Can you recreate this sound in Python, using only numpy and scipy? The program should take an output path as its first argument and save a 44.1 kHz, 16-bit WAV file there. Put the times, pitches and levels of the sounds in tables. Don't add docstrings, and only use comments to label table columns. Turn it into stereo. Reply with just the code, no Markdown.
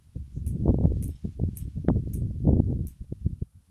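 import sys
import numpy as np
from scipy import signal
from scipy.fft import rfft, irfft
from scipy.io import wavfile
from scipy.ndimage import uniform_filter1d

SR = 44100
rng = np.random.default_rng(int(sys.argv[2]) if len(sys.argv) > 2 else 0)


def transcribe(u):
    v = np.clip(np.atleast_2d(u).T, -1, 1)
    q = np.round(v * 32767).astype(np.int16)
    wavfile.write(sys.argv[1], SR, q)


N = 163170
TIME, FREQ_HZ = np.arange(N) / SR, np.fft.rfftfreq(N, 1 / SR)

# frequency in Hz, left gain in dB, right gain in dB.
HISS_SPECTRUM = [(1470, 1, 0.5), (2940, -21, -19), (5230, -12, -5.5), (7600, -18.5, -2), (10060, -8, 8),
                 (12200, -5, -1), (14200, -13.5, -14), (16000, -38.5, -45)]
# frequency in Hz, gain in dB.
LEAF_SPECTRUM = [(300, 1), (1200, -5), (3000, -1), (5500, -3), (9000, -9), (16000, -34)]
# time in seconds, level in dB.
LEAF_LEVELS = [(0, -71.5), (.4, -71), (.8, -70), (1.0, -67), (1.25, -67.5), (1.4, -69.5), (1.53, -66.5),
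               (1.85, -70.5), (2.25, -70), (2.55, -72), (2.72, -70.5), (3.1, -73), (3.35, -72.5),
               (3.5, -75.5), (3.7, -76)]
# time in seconds, level in dB.
LEFT_WIND_LEVELS = [(0, -68), (0.08, -45), (0.125, -57), (0.17, -42.5), (.28, -49), (0.35, -51),
                    (0.39, -31), (.49, -28), (0.55, -28), (0.68, -17.5), (0.77, -23.5), (0.86, -17.5),
                    (.95, -22), (1.07, -25.5), (1.15, -64), (1.31, -68), (1.37, -36.5), (1.47, -25),
                    (1.52, -33), (1.58, -38.5), (1.65, -36.5), (1.72, -55), (1.8, -29), (1.832, -42),
                    (1.87, -30.5), (1.97, -18.5), (2.02, -29.5), (2.19, -23.5), (2.3, -27.5), (2.36, -31),
                    (2.4, -43), (2.47, -14.5), (2.6, -18.5), (2.66, -29.5), (2.72, -22.5), (2.77, -27.5),
                    (2.85, -25), (2.96, -49.5), (3.06, -49.5), (3.16, -45), (3.195, -64), (3.3, -32),
                    (3.39, -49), (3.46, -53), (3.52, -75), (3.56, -40.5), (3.66, -67.5), (3.7, -47)]
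RIGHT_WIND_LEVELS = [(0, -54.5), (0.03, -55), (.08, -77), (0.16, -76), (0.21, -35), (0.29, -45),
                     (0.39, -30), (.45, -35), (0.54, -23.5), (0.66, -29), (0.73, -26), (0.87, -35.5),
                     (1.02, -56), (1.085, -22.5), (1.2, -51), (1.27, -26), (1.35, -44), (1.46, -27.5),
                     (1.53, -44.5), (1.67, -30), (1.72, -39.5), (1.8, -29), (1.855, -44), (1.9, -22.5),
                     (1.945, -37.5), (2.1, -41), (2.18, -28.5), (2.33, -35.5), (2.47, -24), (2.56, -36),
                     (2.66, -28), (2.75, -21.5), (2.8, -43.5), (2.92, -49), (3.06, -54.5), (3.12, -37),
                     (3.25, -50), (3.39, -43.5), (3.46, -62.5), (3.7, -72)]
# centre in seconds, half length in seconds, level in dB, spread in Hz.
LEFT_PUFFS = [(0.166, 0.0074, -24.5, 120.5), (0.202, 0.022, -29.5, 61.3), (.47, .006, -22, 122),
              (.612, 0.0043, -29.5, 115), (0.674, 0.0087, -20, 210.6), (.70, 0.0076, -9, 196.7),
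              (0.848, 0.01, -15, 180), (.988, 0.0052, -21, 85), (1.399, 0.004, -19, 150),
              (1.418, 0.0026, -17, 109), (1.443, 0.015, -16, 63), (1.625, 0.018, -28.5, 47),
              (1.679, 0.0053, -29.5, 117), (1.849, .004, -22, 137), (1.904, 0.011, -12.5, 115),
              (1.972, 0.0077, -20, 114.7), (2.255, 0.0069, -16, 67.6), (2.362, 0.0059, -24.5, 109),
              (2.493, 0.019, -14, 165.7), (2.805, .01, -19, 86), (3.016, 0.0061, -23, 64.6),
              (3.125, 0.0047, -24.5, 100), (3.224, 0.0094, -29, 67.8), (3.265, 0.0086, -13.5, 76),
              (3.305, 0.0045, -24.5, 91), (3.332, 0.007, -22, 82.3), (3.425, 0.0051, -18.5, 88)]
RIGHT_PUFFS = [(.372, 0.0066, -22, 109), (.818, 0.003, -31.5, 127), (1.252, 0.006, -18.5, 127.8),
               (1.57, 0.0045, -40, 90), (1.775, 0.0085, -22.5, 116.3), (1.895, 0.0066, -25, 150.3),
               (1.965, 0.0065, -23, 142), (2.07, 0.013, -33.5, 105.4), (2.255, 0.0084, -17, 88),
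               (2.33, 0.0063, -45, 101.7), (2.68, 0.013, -22, 120.2), (2.712, 0.0065, -17.5, 151.5),
               (2.767, 0.0067, -26, 112.6), (3.044, 0.0048, -38.5, 147.4)]
# time in seconds, peak in dB, width in ms,
# roundness (below 1 is pointed).
EDDIES = [(.659, -5.5, 1.24, 1.37), (.681, -7, 1.32, 0.89), (.693, -3, 0.87, 1.95), (.706, -8.5, 1.8, 0.91),
          (.744, -6, 1.4, 1.12), (0.787, -11.5, 0.78, 1.59), (0.811, -12, 0.89, 1.6),
          (0.841, -15.5, 1.5, 0.89), (0.856, -1, 1.65, 1.09), (1.399, -14, 1.13, 1.32),
          (1.438, -8.5, 1.61, 1.25), (1.8858, 2.5, 2.1, .8), (1.8944, -13, 0.81, 1.24),
          (1.901, -7.5, 0.82, 0.97), (2.075, -17.5, 1.31, 1.45), (2.454, -10, 1.35, 1.4),
          (2.476, -9, 0.77, 1.6), (2.492, -7.5, 0.71, 1.54), (2.557, -10, 1.44, 1.5),
          (2.594, -12, 1.23, 1.54), (2.728, -12, 1.25, 1.295), (3.126, -12, 1.56, 1.31),
          (3.265, -10.5, 3.97, 0.91), (3.424, -17.5, 1.97, 1.24)]
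# centre in seconds, half length in seconds, level in dB, band centre in Hz.
CRANK_RUBS = [(1.022, 0.0034, -53.5, 10000), (1.564, 0.009, -54.5, 9100), (.366, 0.038, -70, 6600)]
# start in seconds, length in seconds, level in dB.
CHATTER_SPELLS = [(1.105, 0.08, -69), (1.602, 0.021, -65)]
# frequency in Hz, gain in dB, time to fall 60 dB in seconds.
FRAME_MODES = [(2820, -3, 0.0065), (3200, -2, .012), (3760, -2.5, 0.015), (5330, -2.5, 0.023),
               (8200, -1.5, .008)]
# frequency in Hz, time to fall 60 dB in seconds.
GARDEN_DECAY = [(2000, 0.2), (3000, .36), (5500, 0.11), (8500, .22), (10500, 0.082), (15000, .16)]
# start in seconds, relative level in dB, extra gain on the left in dB,
# treble tilt in dB per octave, favoured resonance in Hz.
CRANK_CLICKS = [(.465, -41.5, -8, 0, 10250), (0.4773, -39.5, -15.5, 8, 10300), (.489, -52, -5, -11, 12200),
                (1.026, -37, -2, 3.5, 10000), (1.041, -37, -20, 15, 9400), (1.0795, -46, -5.5, 12, 12300),
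                (1.5712, -30.5, -10, 8.5, 11500), (2.1339, -45, -17.5, -7, 9900),
                (2.137, -39.5, -10.5, 8, 12150), (2.142, -38.5, -6.5, 4, 9600),
                (2.870, -40, -7.5, 5.5, 12800), (2.882, -46, -3, 4, 12500)]
# frequency in Hz, left gain in dB, right gain in dB.
CLICK_SPECTRUM = [(1450, -22.5, -23.5), (1800, -18.5, -19), (2340, -6.5, -21), (3140, -17, -23.5),
                  (4700, -13.5, -28.5), (5500, -14, -11), (6400, -1, -6.5), (7700, -17.5, -13.5),
                  (7620, -7.5, -6), (9400, -8.5, -2.5), (10200, -27.5, 0), (12200, -16.5, -5),
                  (12200, -9.5, -3), (12800, -8, -9.5), (14600, -14, -20), (15900, -40.5, -34)]


def amp(db):
    return 10 ** (np.asarray(db) / 20)


def unit(x):
    return x / np.sqrt(np.mean(x ** 2) + 1e-30)


def curve(points):
    return np.interp(TIME, *np.transpose(points))


def spectrum_gain(table, hz, side=0):
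    table = np.array(table)
    return amp(np.interp(np.log(hz + 1), np.log(table[:, 0]), table[:, side + 1]))


def noise(gain):
    return unit(irfft(rfft(rng.standard_normal(N)) * gain, N))


def minimum_phase(gain):
    cepstrum = irfft(np.log(np.maximum(gain, 1e-5)))
    half = len(cepstrum) // 2
    cepstrum[1:half] *= 2
    cepstrum[half + 1:] = 0
    return irfft(np.exp(rfft(cepstrum)))


def add(mix, start_s, sound):
    part = mix[max(round(start_s * SR), 0):][:len(sound)]
    part += sound[:len(part)]


def hiss(level_db=-73.5):
    gains = np.array([spectrum_gain(HISS_SPECTRUM, FREQ_HZ, side) for side in range(2)])
    white = rng.standard_normal((2, N))
    return amp(level_db) * unit(irfft(rfft(white) * gains, N))


def leaves(flicker_db=1.4, flicker_hz=12):
    stir = amp(curve(LEAF_LEVELS) + flicker_db * noise(np.exp(-FREQ_HZ / flicker_hz)))
    gain = spectrum_gain(LEAF_SPECTRUM, FREQ_HZ)
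    return stir * np.array([noise(gain) * amp(side_db) for side_db in (0, -4)])


def wind_band(bass_hz=57.6, bass_order=23, top_hz=1190):
    high_pass = 1 / np.sqrt(1 + (bass_hz / (FREQ_HZ + 1)) ** (2 * bass_order))
    return high_pass / (1 + (FREQ_HZ / top_hz) ** 8)


def turbulence(level_db, spread_hz):
    source = rfft(rng.standard_normal(N)) * wind_band()
    spreads_hz = np.geomspace(40, 320, 7)
    layers = [unit(irfft(source * np.exp(-FREQ_HZ / width), N)) for width in spreads_hz]
    position = np.interp(np.log(spread_hz), np.log(spreads_hz), np.arange(len(layers)))
    flow = sum(np.maximum(1 - abs(position - k), 0) * layer for k, layer in enumerate(layers))
    local_power = uniform_filter1d(uniform_filter1d(flow ** 2, size=900), size=900)
    return amp(level_db) * flow / np.sqrt(local_power + 1e-3)


def wind(levels, flutter_db=3.0, flutter_s=0.013, calm_hz=57, gust_hz=58.1):
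    flutter = noise(FREQ_HZ * flutter_s * np.exp(-2 * FREQ_HZ * flutter_s))
    level_db = curve(levels) + flutter_db * flutter
    strength = amp(level_db + 18.5)
    return turbulence(level_db, spread_hz=calm_hz + gust_hz * strength ** 0.89)


def puffs(rows):
    powers = np.array([amp(db) ** 2 * np.exp(-((TIME - centre_s) / half_s) ** 2)
                       for centre_s, half_s, db, _ in rows]) + 1e-14
    total_power = powers.sum(0)
    mean_spread_hz = np.array(rows)[:, 3] @ powers / total_power
    return turbulence(10 * np.log10(total_power), mean_spread_hz)


def eddy_thumps():
    out, band = np.zeros(N), wind_band()
    for time_s, peak_db, width_ms, roundness in EDDIES:
        scaled_freq = np.pi * FREQ_HZ * width_ms / 1000
        spectrum = band * np.sqrt(scaled_freq) * np.exp(-scaled_freq ** roundness)
        delay = np.exp(-2j * np.pi * FREQ_HZ * time_s)
        spike = irfft(spectrum * delay, N)
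        out += amp(peak_db) * spike / spike.max()
    return out


def crank_rubs(width_hz=1400):
    out = np.zeros((2, N))
    for centre_s, half_s, db, centre_hz in CRANK_RUBS:
        band = np.exp(-((FREQ_HZ - centre_hz) / width_hz) ** 2)
        envelope = amp(db) * np.exp(-((TIME - centre_s) / half_s) ** 2)
        out += envelope * np.array([noise(band), noise(band)])
    return out


def linkage_chatter(taps_per_s=450, fade_s=0.017):
    t = np.arange(SR // 20) / SR
    envelope = sum(amp(db) * (TIME > start_s) * np.exp(-np.maximum(TIME - start_s - held_s, 0) / fade_s)
                   for start_s, held_s, db in CHATTER_SPELLS)
    taps = rng.random(N) < taps_per_s / SR
    out = np.zeros((2, N))
    for hz, db, t60 in FRAME_MODES:
        ring = amp(db) * np.exp(-np.log(1000) * t / t60) * np.sin(2 * np.pi * hz * t)
        forces = taps * rng.standard_normal((2, N))
        out += signal.oaconvolve(forces, ring[None])[:, :N]
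    return envelope * unit(out)


def garden_echoes(t, first_echoes_per_s=2400, growth_s=0.013, rise_s=0.007):
    density = np.minimum(first_echoes_per_s * (1 + (t / growth_s) ** 2) / SR, 1)
    arrivals = rng.standard_normal(len(t)) * (rng.random(len(t)) < density) / np.sqrt(density)
    hz, frame_s, bands = signal.stft(arrivals, SR, nperseg=128)
    t60 = np.interp(hz, *np.transpose(GARDEN_DECAY))[:, None]
    _, tail = signal.istft(bands * np.exp(-np.log(1000) * frame_s / t60), SR, nperseg=128)
    return unit(tail[:len(t)] * (1 - np.exp(-t / rise_s)))


def crank_clicks(crack_s=0.0018, ring_s=0.006, ring_db=-12, echo_db=-0.5, gain_db=-13.5):
    out, t = np.zeros((2, N)), np.arange(SR // 3) / SR
    hz = np.fft.rfftfreq(1024, 1 / SR)
    resonance_db, half_width_hz = 8.5, 630
    direct_power = np.exp(-2 * t / crack_s) + amp(ring_db) ** 2 * np.exp(-2 * t / ring_s)
    for start_s, db, left_db, tilt_db, resonance_hz in CRANK_CLICKS:
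        snap = unit(rng.choice([-1., 1.], len(t)) * np.sqrt(direct_power))
        tilt = amp(tilt_db * np.log2(np.maximum(hz, 7500) / 10000))
        resonance = amp(resonance_db / (1 + ((hz - resonance_hz) / half_width_hz) ** 2))
        for side, side_db in enumerate((left_db, 0)):
            echoes = amp(echo_db) * garden_echoes(t)
            response = minimum_phase(spectrum_gain(CLICK_SPECTRUM, hz, side) * tilt * resonance)
            click = signal.fftconvolve(snap + echoes, response)
            add(out[side], start_s, amp(db + side_db + gain_db) * click)
    return out


def scene():
    whirligig = crank_clicks() + linkage_chatter() + crank_rubs()
    background = hiss() + leaves()
    left_wind = wind(LEFT_WIND_LEVELS) + puffs(LEFT_PUFFS) + eddy_thumps()
    right_wind = wind(RIGHT_WIND_LEVELS) + puffs(RIGHT_PUFFS)
    return whirligig + background + np.array([left_wind, right_wind])


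def record(dry):
    knee_order, cutoff_hz = 20, 16100
    limited = dry / (1 + abs(dry) ** knee_order) ** (1 / knee_order)
    low_pass = signal.firwin(511, cutoff_hz, window=("kaiser", 9), fs=SR)
    return signal.oaconvolve(limited, low_pass[None], "same")


dry = scene()
out = record(dry)
transcribe(out)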